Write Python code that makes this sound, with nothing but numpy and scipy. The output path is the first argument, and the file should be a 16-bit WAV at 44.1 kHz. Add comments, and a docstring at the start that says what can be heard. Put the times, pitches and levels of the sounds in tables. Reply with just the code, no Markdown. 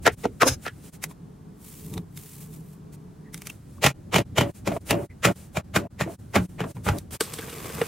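"""Putting groceries away

Close, dry stereo at a fridge and a table, in short takes joined by quick fades. Yoghurt tubs knock and skid on glass,
nails tick on a full bottle, bottles land on a hollow tray and are pushed, a blade stabs and slits a taped case.
Contacts are noise bursts rung through resonances; rubbing, tearing and the low hum are shaped, fluttering noise.
Squeaks and the tray's ring are sines."""
import sys
import numpy as np
from scipy import signal
from scipy.fft import rfft, irfft, next_fast_len
from scipy.io import wavfile
from scipy.ndimage import uniform_filter1d, map_coordinates

SR = 44100
rng = np.random.default_rng(int(sys.argv[2]) if len(sys.argv) > 2 else 0)


def transcribe(signal):
    """Save signal, clipped to [-1, 1], as a 16-bit WAV file at the path in sys.argv[1]."""
    frames = np.atleast_2d(signal).T
    limited = np.clip(frames, -1, 1)
    pcm = np.round(limited * 32767).astype(np.int16)
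    wavfile.write(sys.argv[1], SR, pcm)


N = 347067


def amp(db):
    """Decibels to gain."""
    return 10 ** (np.asarray(db) / 20)


def unit(x):
    """x at rms 1."""
    return x / np.sqrt(np.mean(x ** 2) + 1e-20)


def clock():
    """The time of every sample, in seconds."""
    return np.arange(N) / SR


def wobble(rate):
    """A random curve of straight segments, rate knots a second."""
    knots = rng.standard_normal(int(N * rate / SR) + 4)
    return map_coordinates(knots, [clock() * rate], order=1)


def filtered(x, response):
    """x times a complex response of frequency."""
    n = x.shape[-1]
    padded = next_fast_len(n + 4096)
    hz = np.fft.rfftfreq(padded, 1 / SR)
    return irfft(rfft(x, padded) * response(hz), padded)[..., :n]


def colour(points, hz):
    """Gain of (frequency [Hz], level [dB]) points on a log frequency axis."""
    f, db = np.transpose(points)
    return amp(np.interp(np.log(hz + 1), np.log(f), db))


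def resonance(modes, hz):
    """Resonant peaks of (frequency [Hz], width [Hz], level [dB]) on a flat response."""
    peaks = (amp(db) * 1j * hz * width / (centre ** 2 - hz ** 2 + 1j * hz * width)
             for centre, width, db in modes)
    return 1 + sum(peaks)


def stereo_noise(n, side_db):
    """White noise, mostly common to both channels; side_db sets the part that differs."""
    mid, side = rng.standard_normal((2, n))
    return np.array([mid + amp(side_db) * side, mid - amp(side_db) * side])


def friction(spectrum, modes, grain_db, grain_rate, side_db):
    """Noise of rms 1 that comes in slips of random size and passes through a body."""
    grain = amp(np.clip(grain_db, 0, 6) * wobble(grain_rate))
    slips = stereo_noise(N, side_db) * grain
    return unit(filtered(slips, lambda hz: colour(spectrum, hz) * resonance(modes, hz)))


def crackle(spectrum, per_second, spread_db):
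    """Sparse tiny snaps of rms 1, in random sizes."""
    sizes = amp(spread_db * np.minimum(rng.exponential(size=N), 2))
    snaps = (rng.random(N) < per_second / SR) * sizes
    return unit(filtered(snaps * stereo_noise(N, side_db=-7.0), lambda hz: colour(spectrum, hz)))


def stroke(start, end, db, attack, release, sag_db_per_s=0):
    """Gain of one movement: attack, hold, release; the attack and release times span 60 dB."""
    t = clock()
    edges = np.maximum(start - t, 0) / attack + np.maximum(t - end, 0) / release
    sag_db = sag_db_per_s * np.clip(t - start, 0, abs(end - start))
    return amp(db - sag_db) * np.exp(-np.log(1000) * edges)


def strokes(rows, attack, release):
    """Gain of several movements of the same shape."""
    return sum(stroke(start, end, db, attack, release) for start, end, db in rows)


def voiced(rows, balance):
    """A harder contact is brighter: each band's level follows from strength and hardness."""
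    return [(s, hz, *(db + offset + slope * hardness for offset, slope in balance))
            for s, hz, db, hardness in rows]


# thud, body, clack and crack bands: (low edge [Hz], high edge [Hz], time over which the level counts [s])
BANDS = [(62, 300, .011), (300, 1200, .005), (1200, 3400, .0034), (3400, 15500, .003)]


def blows(rows, modes, t60s, pushes, wall_db, wall_share, tail_db, lead_db, lead_t60, lead_length,
          snap_t60, dull_hz, thud_lag, side_db):
    """Contacts: a short swell, a snap and a tail that dies by band, coloured by the object's resonances."""
    before, size = SR // 10, SR // 2
    t = (np.arange(size) - before) / SR
    out = np.zeros((2, N + 2 * size))
    for s, wall_hz, *levels in rows:
        # no excitation is carried past the middle of the next fade
        take_end = min([fade for fade, _ in FADES if fade > s] + [N / SR])
        grit = stereo_noise(size, side_db) * (s + t < take_end)
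        # the surfaces meet in many tiny, uneven contacts
        knots = t[::30]
        grit *= amp(2.5 * np.interp(t, knots, rng.standard_normal(len(knots))))
        # each touch weights the resonances anew, and the struck patch of wall adds its own pitch
        struck = [(hz, width, db + 2 * rng.standard_normal()) for hz, width, db in modes]
        struck.append((wall_hz, wall_share * wall_hz, wall_db))
        # contacts with three levels have no thud
        for db, t60, push, (lo, hi, span) in zip(levels, t60s, pushes, BANDS[-len(levels):]):
            # in the thud band, the contents may arrive a moment after the wall has touched
            u = t - thud_lag * (lo == BANDS[0][0])
            swell = amp(lead_db - 60 * np.abs(u) / lead_t60) * np.exp(-(u / lead_length) ** 4)
            decay = amp(-60 * np.abs(u) / snap_t60) + amp(tail_db - 60 * np.abs(u) / t60)
            force = grit * np.where(u < 0, swell, decay)
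            force[:, np.abs(u).argmin()] += push  # the one-sided push of the touch itself
            ring = filtered(force, lambda hz: resonance(struck, hz) / (1 + 1j * hz / dull_hz))
            band = signal.butter(3, (lo, hi), "band", fs=SR, output="sos")
            ring = signal.sosfilt(band, ring)
            loudest = uniform_filter1d(ring.mean(0) ** 2, int(span * SR)).max()
            out[:, round(s * SR):][:, :size] += amp(db) * ring / np.sqrt(loudest)
    return out[:, before:before + N]


# hum spectra at the table and at the open fridge, and thin air noise: (frequency [Hz], relative level [dB])
ROOM_HUM = [(15, -51.5), (25, -20.5), (102, -7), (128, -9.5), (142, -2.5), (160, -0.5), (210, -9.5),
            (230, -13.5), (267, -12.5), (383, -21), (425, -12), (465, -27.5), (574, -33.5), (708, -32.5),
            (900, -33.5), (1170, -36), (1980, -120)]
FRIDGE_HUM = [(15, -34.5), (25, -18.5), (81, 0.5), (123, -0.5), (165, -3.5), (279, -13), (330, -15),
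              (502, -27.5), (574, -25), (687, -38.5), (752, -31), (900, -41), (1170, -64), (1980, -120)]
AIR = [(300, 1), (700, 1), (1400, -1.5), (2500, -9), (5000, -12.5), (9000, -13), (15500, -20)]
# the stretch at the table: (start [s], end [s])
AT_TABLE = (0.84, 3.52)


def background():
    """Wavering low noise hums for the room at the table, for the open fridge elsewhere, under thin air noise."""
    at_fridge = (clock() < AT_TABLE[0]) | (clock() > AT_TABLE[1])
    room = friction(ROOM_HUM, [(157, 16, -7), (498, 16, -1.0)], grain_db=1.5, grain_rate=14, side_db=-3.5)
    fridge = friction(FRIDGE_HUM, [], grain_db=3, grain_rate=24, side_db=-2.5)
    air = friction(AIR, [], grain_db=.3, grain_rate=8, side_db=-6)
    hum = amp(-42.5) * ~at_fridge * room + amp(-40.5) * at_fridge * fridge
    return hum + amp(np.where(at_fridge, -62, -63)) * air


# brushes of fingers and sleeve over plastic: (time [s], length [s], level [dB])
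BRUSHES = [(0.044, 0.039, -46), (0.133, .035, -49), (0.651, .055, -48), (0.871, 0.07, -51.5),
           (0.939, 0.061, -49), (1.042, .05, -48), (1.108, .043, -52.5), (2.941, 0.037, -52.5),
           (3.37, .07, -54.5), (3.479, .14, -53.5), (4.891, 0.057, -40), (5.386, 0.18, -51.5),
           (5.565, .064, -50.5), (6.863, .04, -38.5), (7.141, 0.044, -36)]
# the knitted sleeve rustles while the arm is in the fridge: (start [s], end [s], level [dB])
REACHES = [(.17, .24, -53), (.34, .85, -59), (3.55, 3.78, -64), (4.54, 4.59, -59), (4.95, 5.04, -56),
           (6.2, 6.85, -65.5)]
# spectrum of skin and sleeve: (frequency [Hz], relative level [dB])
BRUSH_COLOUR = [(300, 8), (1000, -3.5), (2500, -3.5), (5000, -6), (9000, 0.5), (12000, -5.5), (15500, -6.5)]


def brushing():
    """Skin and sleeve rub on plastic: soft noise for touches, reaches and fingers sliding off pushed bottles."""
    touches = sum(amp(db) * np.exp(-np.abs(2 * (clock() - s) / length) ** 3) for s, length, db in BRUSHES)
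    # the fingers slide off over the last 35 ms of each push
    letting_go = sum(stroke(end - .035, end, db, attack=.22, release=.19) for _, end, _, db in PUSHES)
    sleeve = strokes(REACHES, attack=.15, release=.2) * amp(5 * wobble(14))
    rubbing = friction(BRUSH_COLOUR, [], grain_db=0, grain_rate=440, side_db=-8.5)
    return (touches + letting_go + sleeve) * rubbing


# yoghurt tubs on the shelf: (time [s], wall pitch [Hz], relative strength [dB], hardness [dB])
TUBS = [(.067, 1610, -13.5, 1), (.077, 1840, -11.5, -0.5), (.2425, 1914, -28.5, -1.5),
        (.2545, 2160, -14.5, -6.5), (.42, 1270, -21, 4), (.432, 1085, -10, -2.5), (.6654, 1400, -29, 0),
        (.6806, 1723, -39, 4)]
# per band, low to high: (level over the strength [dB], level gained per hardness [dB/dB])
TUB_BALANCE = [(-14, -1.27), (1.5, 0.5), (0.5, 2.52), (-8, 2.16)]
# tub resonances: (frequency [Hz], width [Hz], relative level [dB])
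TUB_MODES = [(306, 54, -6), (464, 82, 21.5), (654, 150, 17.5), (850, 150, -0.5), (1400, 200, 9.5),
             (1940, 510, -1), (2400, 190, -3), (5490, 890, -0.5)]


def tub_knocks():
    """Light tubs clop on the glass: noise bursts ring the tub's resonances and the struck wall."""
    knocks = blows(voiced(TUBS, TUB_BALANCE), TUB_MODES, t60s=[0.17, 0.083, .09, 0.073],
                   pushes=[2, 23, 4.5, 11.0], wall_db=19.0, wall_share=0.18, tail_db=-7.5, lead_db=1.5,
                   lead_t60=0.062, lead_length=0.017, snap_t60=0.027, dull_hz=3000, thud_lag=0.0029,
                   side_db=-8.0)
    return amp(-1.5) * knocks


# dull nudges that shake the shelf: (time [s], half length [s], level [dB])
NUDGES = [(0.129, 0.011, -31.5), (.522, 0.029, -26.5), (4.908, 0.006, -29), (5.015, 0.0074, -33.5),
          (6.385, .022, -24), (6.769, 0.011, -33), (6.923, 0.014, -20)]
# spectrum of the trembling shelf: (frequency [Hz], relative level [dB])
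SHELF = [(50, -21.5), (90, 3.5), (125, 2), (170, -20.5), (280, -35.5), (600, -52)]


def nudges():
    """A soft push makes only the shelf's low range tremble, as a short swell of low noise."""
    shake = sum(amp(db) * np.exp(-((clock() - s) / half) ** 2) for s, half, db in NUDGES)
    return shake * friction(SHELF, [], grain_db=0, grain_rate=100, side_db=-14)


# a tub skids on the glass, then creeps to rest: (start [s], end [s], level [dB])
SKIDS = [(.478, .486, -17.5), (.5, .543, -37.5)]
# spectra of the droning body and the squealing base: (frequency [Hz], relative level [dB])
SKID_BODY = [(100, -18.5), (200, -30), (270, 2.5), (340, -9), (430, -8), (510, -1.5), (620, -10),
             (900, -14), (1500, -21.5), (3000, -46)]
SKID_SQUEAL = [(710, -61.5), (1200, -14.5), (1690, -8.5), (1860, -19), (2510, -11.5), (3180, -17),
               (3900, -13), (4380, -20.5), (5370, -14), (6580, -10.5), (8150, -19), (10100, -13),
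               (15500, -30.5)]
# resonances of the squeal: (frequency [Hz], width [Hz], relative level [dB])
SQUEAL_MODES = [(5220, 170, 9.5), (6330, 93, 5.5)]


def tub_skid():
    """A tub rubs over the glass: its body drones just before its base squeals, both as grainy noise."""
    squeal = strokes(SKIDS, attack=.076, release=.054)
    body = amp(-2) * np.interp(clock() + .008, clock(), squeal)  # 8 ms ahead of the squeal
    drone = friction(SKID_BODY, [], grain_db=1, grain_rate=900, side_db=-12)
    squealing = friction(SKID_SQUEAL, SQUEAL_MODES, grain_db=1.5, grain_rate=1500, side_db=-5)
    return body * drone + squeal * squealing


# fingernails on plastic: (time [s], wall pitch [Hz], relative strength [dB], hardness [dB])
NAILS = [(1.0392, 2150, -25.5, 0), (1.112, 1010, -46.5, -12.5), (1.9389, 3740, -45.5, 6),
         (1.9784, 3880, -34.5, -8.5), (2.1745, 3620, -44.5, 6.5), (3.3438, 2140, -36, 2.5),
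         (3.3774, 3690, -49.5, 6.5), (3.4198, 2700, -40.5, 0.5), (3.4702, 2400, -35.5, 2.5),
         (3.4998, 2794, -40.5, 1), (4.9082, 3870, -31.5, 11.5), (6.9854, 3790, -50, 15.5)]
# per band, low to high, without the thud: (level over the strength [dB], level gained per hardness [dB/dB])
NAIL_BALANCE = [(-10, -0.81), (-0.5, 0.3), (1, 0.94)]
# resonances under the nails: (frequency [Hz], width [Hz], relative level [dB])
NAIL_MODES = [(2280, 450, 5.3), (3785, 170, 1.7), (6080, 1000, 5.9), (10200, 7200, 11)]


def nails():
    """Long nails tick on the bottle wall: short, bright contacts with no thud."""
    ticks = blows(voiced(NAILS, NAIL_BALANCE), NAIL_MODES, t60s=[.07, .07, .06], pushes=[8, 7, 5],
                  wall_db=7.5, wall_share=0.13, tail_db=-12.5, lead_db=-13.5, lead_t60=0.12,
                  lead_length=0.018, snap_t60=.014, dull_hz=9000, thud_lag=0, side_db=-9.0)
    return amp(-0.5) * ticks


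# the label slides through the fingers as the bottle is turned: (start [s], end [s], level [dB])
TURNS = [(1.65, 1.95, -47.5), (2.19, 2.44, -47), (2.54, 2.56, -50.5), (2.66, 2.74, -59.5)]
# the full bottle rumbles as the grip changes: (start [s], end [s], level [dB])
REGRIP = [(1.87, 1.99, -35.5)]
# spectrum of the sliding label: (frequency [Hz], relative level [dB])
LABEL = [(530, -33), (900, -9), (1040, -6.5), (1400, -10), (1500, -10), (2310, -5), (5000, -7), (8440, 0),
         (15500, -1.5)]


def bottle_turning():
    """The label rubs through the fingers as bright noise; the changing grip rumbles in the room hum's colour."""
    sliding = strokes(TURNS, attack=.22, release=.22) * amp(1.2 * wobble(27))
    label = sliding * friction(LABEL, [], grain_db=2.5, grain_rate=300, side_db=-8.5)
    grip = strokes(REGRIP, attack=.22, release=.22)
    return label + grip * friction(ROOM_HUM, [], grain_db=4, grain_rate=30, side_db=-20)


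# brief squeaks of plastic and of the blade in the board:
# (time [s], half length [s], mean pitch [Hz], relative level [dB])
SQUEAKS = [(1.979, 0.0061, 3900, -42.5), (3.275, 0.024, 1890, -58.5), (3.502, 0.0065, 2810, -39.5),
           (3.785, 0.0025, 1090, -42.5), (5.112, 0.019, 2020, -55), (7.428, 0.014, 1557, -40)]


def squeaks():
    """Surfaces stick and slip for a moment: sines of unsteady pitch and rough level chirp."""
    warped = np.cumsum(1 + .07 * wobble(1200)) / SR
    rough = unit(amp(4 * wobble(700)))
    chirps = sum(amp(db + 1) * np.exp(-((clock() - s) / half) ** 2) * np.sin(2 * np.pi * hz * warped)
                 for s, half, hz, db in SQUEAKS)
    return rough * chirps


# full bottles meeting the tray and each other:
# (time [s], wall pitch [Hz], relative strength [dB], hardness [dB])
BOTTLES = [(3.8415, 2730, -18, 5), (3.8635, 2473, -18.5, 6), (4.1421, 2870, -21.5, 3),
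           (4.1604, 2986, -19, 3), (4.1834, 2554, -26, 4.5), (4.3816, 3000, -17.5, 2),
           (4.4104, 2940, -22, 1), (4.6751, 2380, -26, 2.5), (4.7201, 1610, -37, -3.5),
           (4.7673, 970, -37.5, -9.5), (4.9082, 2673, -21.5, 3), (5.2514, 1335, -17.5, 3.5),
           (5.2856, 1560, -29, -0.5), (5.5705, 2400, -24, 1), (5.762, 1524, -19, 2),
           (6.0103, 1840, -23, -2), (6.356, 2022, -22, 1), (6.3615, 1576, -19, -2.5),
           (6.6053, 1890, -27, -4.5), (6.6405, 1720, -33.5, -5.5), (6.768, 930, -44.5, -9.5),
           (6.8665, 1300, -27, -6.5), (6.8875, 1510, -21, -1.5)]
# per band, low to high: (level over the strength [dB], level gained per hardness [dB/dB])
BOTTLE_BALANCE = [(-2, -.4), (0, 0), (-1, 0.75), (-10.5, 1.4)]
# bottle resonances: (frequency [Hz], width [Hz], relative level [dB])
BOTTLE_MODES = [(132.5, 48, 6.5), (181.6, 6.8, 6.5), (442, 28, 7), (616, 88, 2.5), (824, 25, 2),
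                (1414, 39, -2), (1943, 300, 7.5), (2178, 81, 8), (2380, 110, 7.5), (2865, 19, 0),
                (3950, 11, -9.5), (6000, 1200, -7.5), (7000, 340, 0.5)]


def bottle_knocks():
    """Full bottles land on the tray: the wall clacks, and the heavy contents thud a moment later."""
    knocks = blows(voiced(BOTTLES, BOTTLE_BALANCE), BOTTLE_MODES, t60s=[0.19, 0.14, 0.12, 0.12],
                   pushes=[20, 20, 6.3, 2], wall_db=9.5, wall_share=.09, tail_db=-2.0, lead_db=-1.0,
                   lead_t60=0.074, lead_length=.026, snap_t60=0.027, dull_hz=5140, thud_lag=0.0066,
                   side_db=-9)
    return amp(2.5) * knocks


# a bottle is pushed along the tray, then let go:
# (start [s], end [s], initial push level [dB], level of fingers sliding off [dB])
PUSHES = [(4.183, 4.22, -23.5, -59), (4.409, 4.502, -23.5, -56), (4.673, 4.778, -23, -47),
          (4.925, 5.051, -20, -62), (5.272, 5.316, -19.5, -51), (5.783, 5.871, -29.5, -70),
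          (6.064, 6.138, -32.5, -50), (6.37, 6.461, -33, -50.5), (6.635, 6.732, -34.5, -50.5),
          (6.933, 6.983, -29, -48.5)]
# spectrum of the rubbing: (frequency [Hz], relative level [dB])
PUSH_COLOUR = [(40, -30), (100, 13), (700, -4), (1300, -11.5), (2800, -15), (4000, -40.5), (15000, -29.5)]
# tray resonances: (frequency [Hz], width [Hz], relative level [dB])
TRAY_MODES = [(129, 41, 1.8), (196, 28, 10), (343, 130, 15), (574.6, 13, 24.5), (681, 15, 18), (813, 20, 4),
              (930, 70, 6.2)]


def bottle_pushes():
    """Bottles judder along the tray: grainy noise through its resonances, sagging as the bottle slows."""
    effort = sum(stroke(start, end, db, attack=.014, release=.035, sag_db_per_s=115)
                 for start, end, db, _ in PUSHES)
    return effort * friction(PUSH_COLOUR, TRAY_MODES, grain_db=2, grain_rate=300, side_db=-6)


# a standing bottle rocks and taps the hollow tray: (time [s], relative level [dB])
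ROCKS = [(4.718, -24.5), (4.765, -24.5), (4.943, -26.5), (5.284, -26.5), (5.853, -36.5), (6.077, -33),
         (6.098, -35), (6.668, -37.5), (6.96, -42)]
# ringing of the tray floor: (frequency [Hz], mean relative level [dB], 60 dB decay time [s])
TRAY_RING = [(577, -29, 0.012), (664, 6, 0.047), (750, -22.5, 0.017), (864, -21, 0.02)]


def rocking():
    """Each tap of a bottle's rim rings the tray floor: decaying sines at slightly new strengths."""
    out, t = np.zeros(N + SR), np.arange(SR // 5) / SR
    chances = rng.standard_normal((len(ROCKS), len(TRAY_RING)))
    for (s, db), chance in zip(ROCKS, chances):
        ring = sum(amp(level + 1.4 * c - 60 * t / t60) * np.sin(2 * np.pi * hz * t)
                   for (hz, level, t60), c in zip(TRAY_RING, chance))
        out[round(s * SR):][:len(t)] += amp(db) * ring
    return out[:N]


# spectra of the cut cardboard and the torn tape: (frequency [Hz], relative level [dB])
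CARDBOARD = [(88, -32), (150, 2.5), (280, -10), (428, -6.5), (588, -13), (898, -14), (1140, -12),
             (1400, -22), (1520, -18), (2500, -16), (3250, -56), (5500, -120)]
TAPE = [(880, -50), (1500, -14), (2540, -5.5), (3340, -5), (4180, -9), (6750, -8), (8130, -6.5),
        (13000, -9), (14600, -5), (15500, -17)]


def slitting():
    """The blade tears along the tape while the cardboard drones beneath, both rising in level to the end."""
    run_s = clock() - 7.107  # time since the slit began
    drag = (run_s > 0) * amp(1.5 * wobble(45))  # the blade catches and runs free
    board = amp(-48 + 12.5 * run_s) * amp(1.3 * wobble(30))  # the board gives unevenly under it
    tape = amp(-48.5 + 8 * run_s)
    drone = friction(CARDBOARD, [(451, 53, 1.6), (1300, 160, 0.087)], grain_db=2.5, grain_rate=450,
                     side_db=-8.5)
    tearing = friction(TAPE, [], grain_db=3, grain_rate=1200, side_db=-8)
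    # single fibres of board and tape give way with tiny snaps
    drone = drone + amp(-5) * crackle(CARDBOARD, per_second=90, spread_db=3)
    tearing = tearing + amp(-6) * crackle(TAPE, per_second=260, spread_db=3)
    return drag * (board * drone + tape * tearing)


# the blade punching in and catching on the case:
# (time [s], wall pitch [Hz], relative strength [dB], hardness [dB])
STABS = [(7.2079, 1080, -17, 1), (7.212, 1140, -33, 3), (7.3381, 1260, -40.5, 9), (7.3886, 3400, -28, -3.5),
         (7.4989, 2880, -37, -0.5), (7.5285, 2200, -33.5, -3.5), (7.644, 450, -33.5, -8),
         (7.7001, 1130, -31, -7), (7.783, 600, -28.5, -9.5), (7.8157, 1300, -12.5, -12.5)]
# per band, low to high: (level over the strength [dB], level gained per hardness [dB/dB])
CASE_BALANCE = [(-10.5, 0.2), (-1.5, 0), (-2.5, 0.5), (-1.5, 1.5)]
# case resonances: (frequency [Hz], width [Hz], relative level [dB])
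CASE_MODES = [(320, 29, 17), (460, 52, 38), (596, 48, 2.5), (1440, 330, 2.7), (2810, 68, 3),
              (8200, 900, 8.2)]


def stabs():
    """The blade pops the taut tape and catches on the case, ringing the cardboard box."""
    pops = blows(voiced(STABS, CASE_BALANCE), CASE_MODES, t60s=[.09, .05, 0.13, .2],
                 pushes=[8, 15, 7, 3.6], wall_db=11, wall_share=0.077, tail_db=-8, lead_db=0,
                 lead_t60=0.034, lead_length=0.0077, snap_t60=.028, dull_hz=7020, thud_lag=0,
                 side_db=-11.5)
    return amp(-2.5) * pops


# quick fades between takes: (time [s], depth [dB])
FADES = [(0.162, 13), (.915, 18), (3.932, 11), (4.24, 14), (4.531, 16.5), (4.794, 20), (5.083, 20.5),
         (5.343, 16), (5.626, 13), (5.89, 25), (6.174, 21), (6.477, 17.5), (6.735, 19), (7.187, 30.5)]
# stereo width: (frequency [Hz], gain of the left-right difference [dB])
WIDTH = [(60, -24), (120, -19), (250, -4.5), (600, 3), (1300, 6), (2500, -15), (5000, 4.5), (15000, 0.5)]


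def scene():
    """All takes in a row, the level dipping at each join; the bass is nearly the same in both channels."""
    fade_half_s = .014
    dips_db = sum(depth_db * np.exp(-np.abs((clock() - s) / fade_half_s) ** 3) for s, depth_db in FADES)
    at_fridge_shelf = tub_knocks() + nudges() + tub_skid()
    by_hand = brushing() + nails() + bottle_turning() + squeaks()
    on_tray = bottle_knocks() + bottle_pushes() + rocking()
    on_case = slitting() + stabs()
    left, right = (background() + at_fridge_shelf + by_hand + on_tray + on_case) * amp(-dips_db)
    mid = (left + right) / 2
    side = filtered((left - right) / 2, lambda hz: colour(WIDTH, hz))
    return np.array([mid + side, mid - side])


def record(dry):
    """The microphone signal's peaks are rounded off, and nothing is kept from 15.8 kHz up."""
    rounded = dry / (1 + np.abs(dry / .85) ** 6) ** (1 / 6)
    return filtered(rounded, lambda hz: hz < 15800)


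dry = scene()
out = record(dry)
transcribe(out)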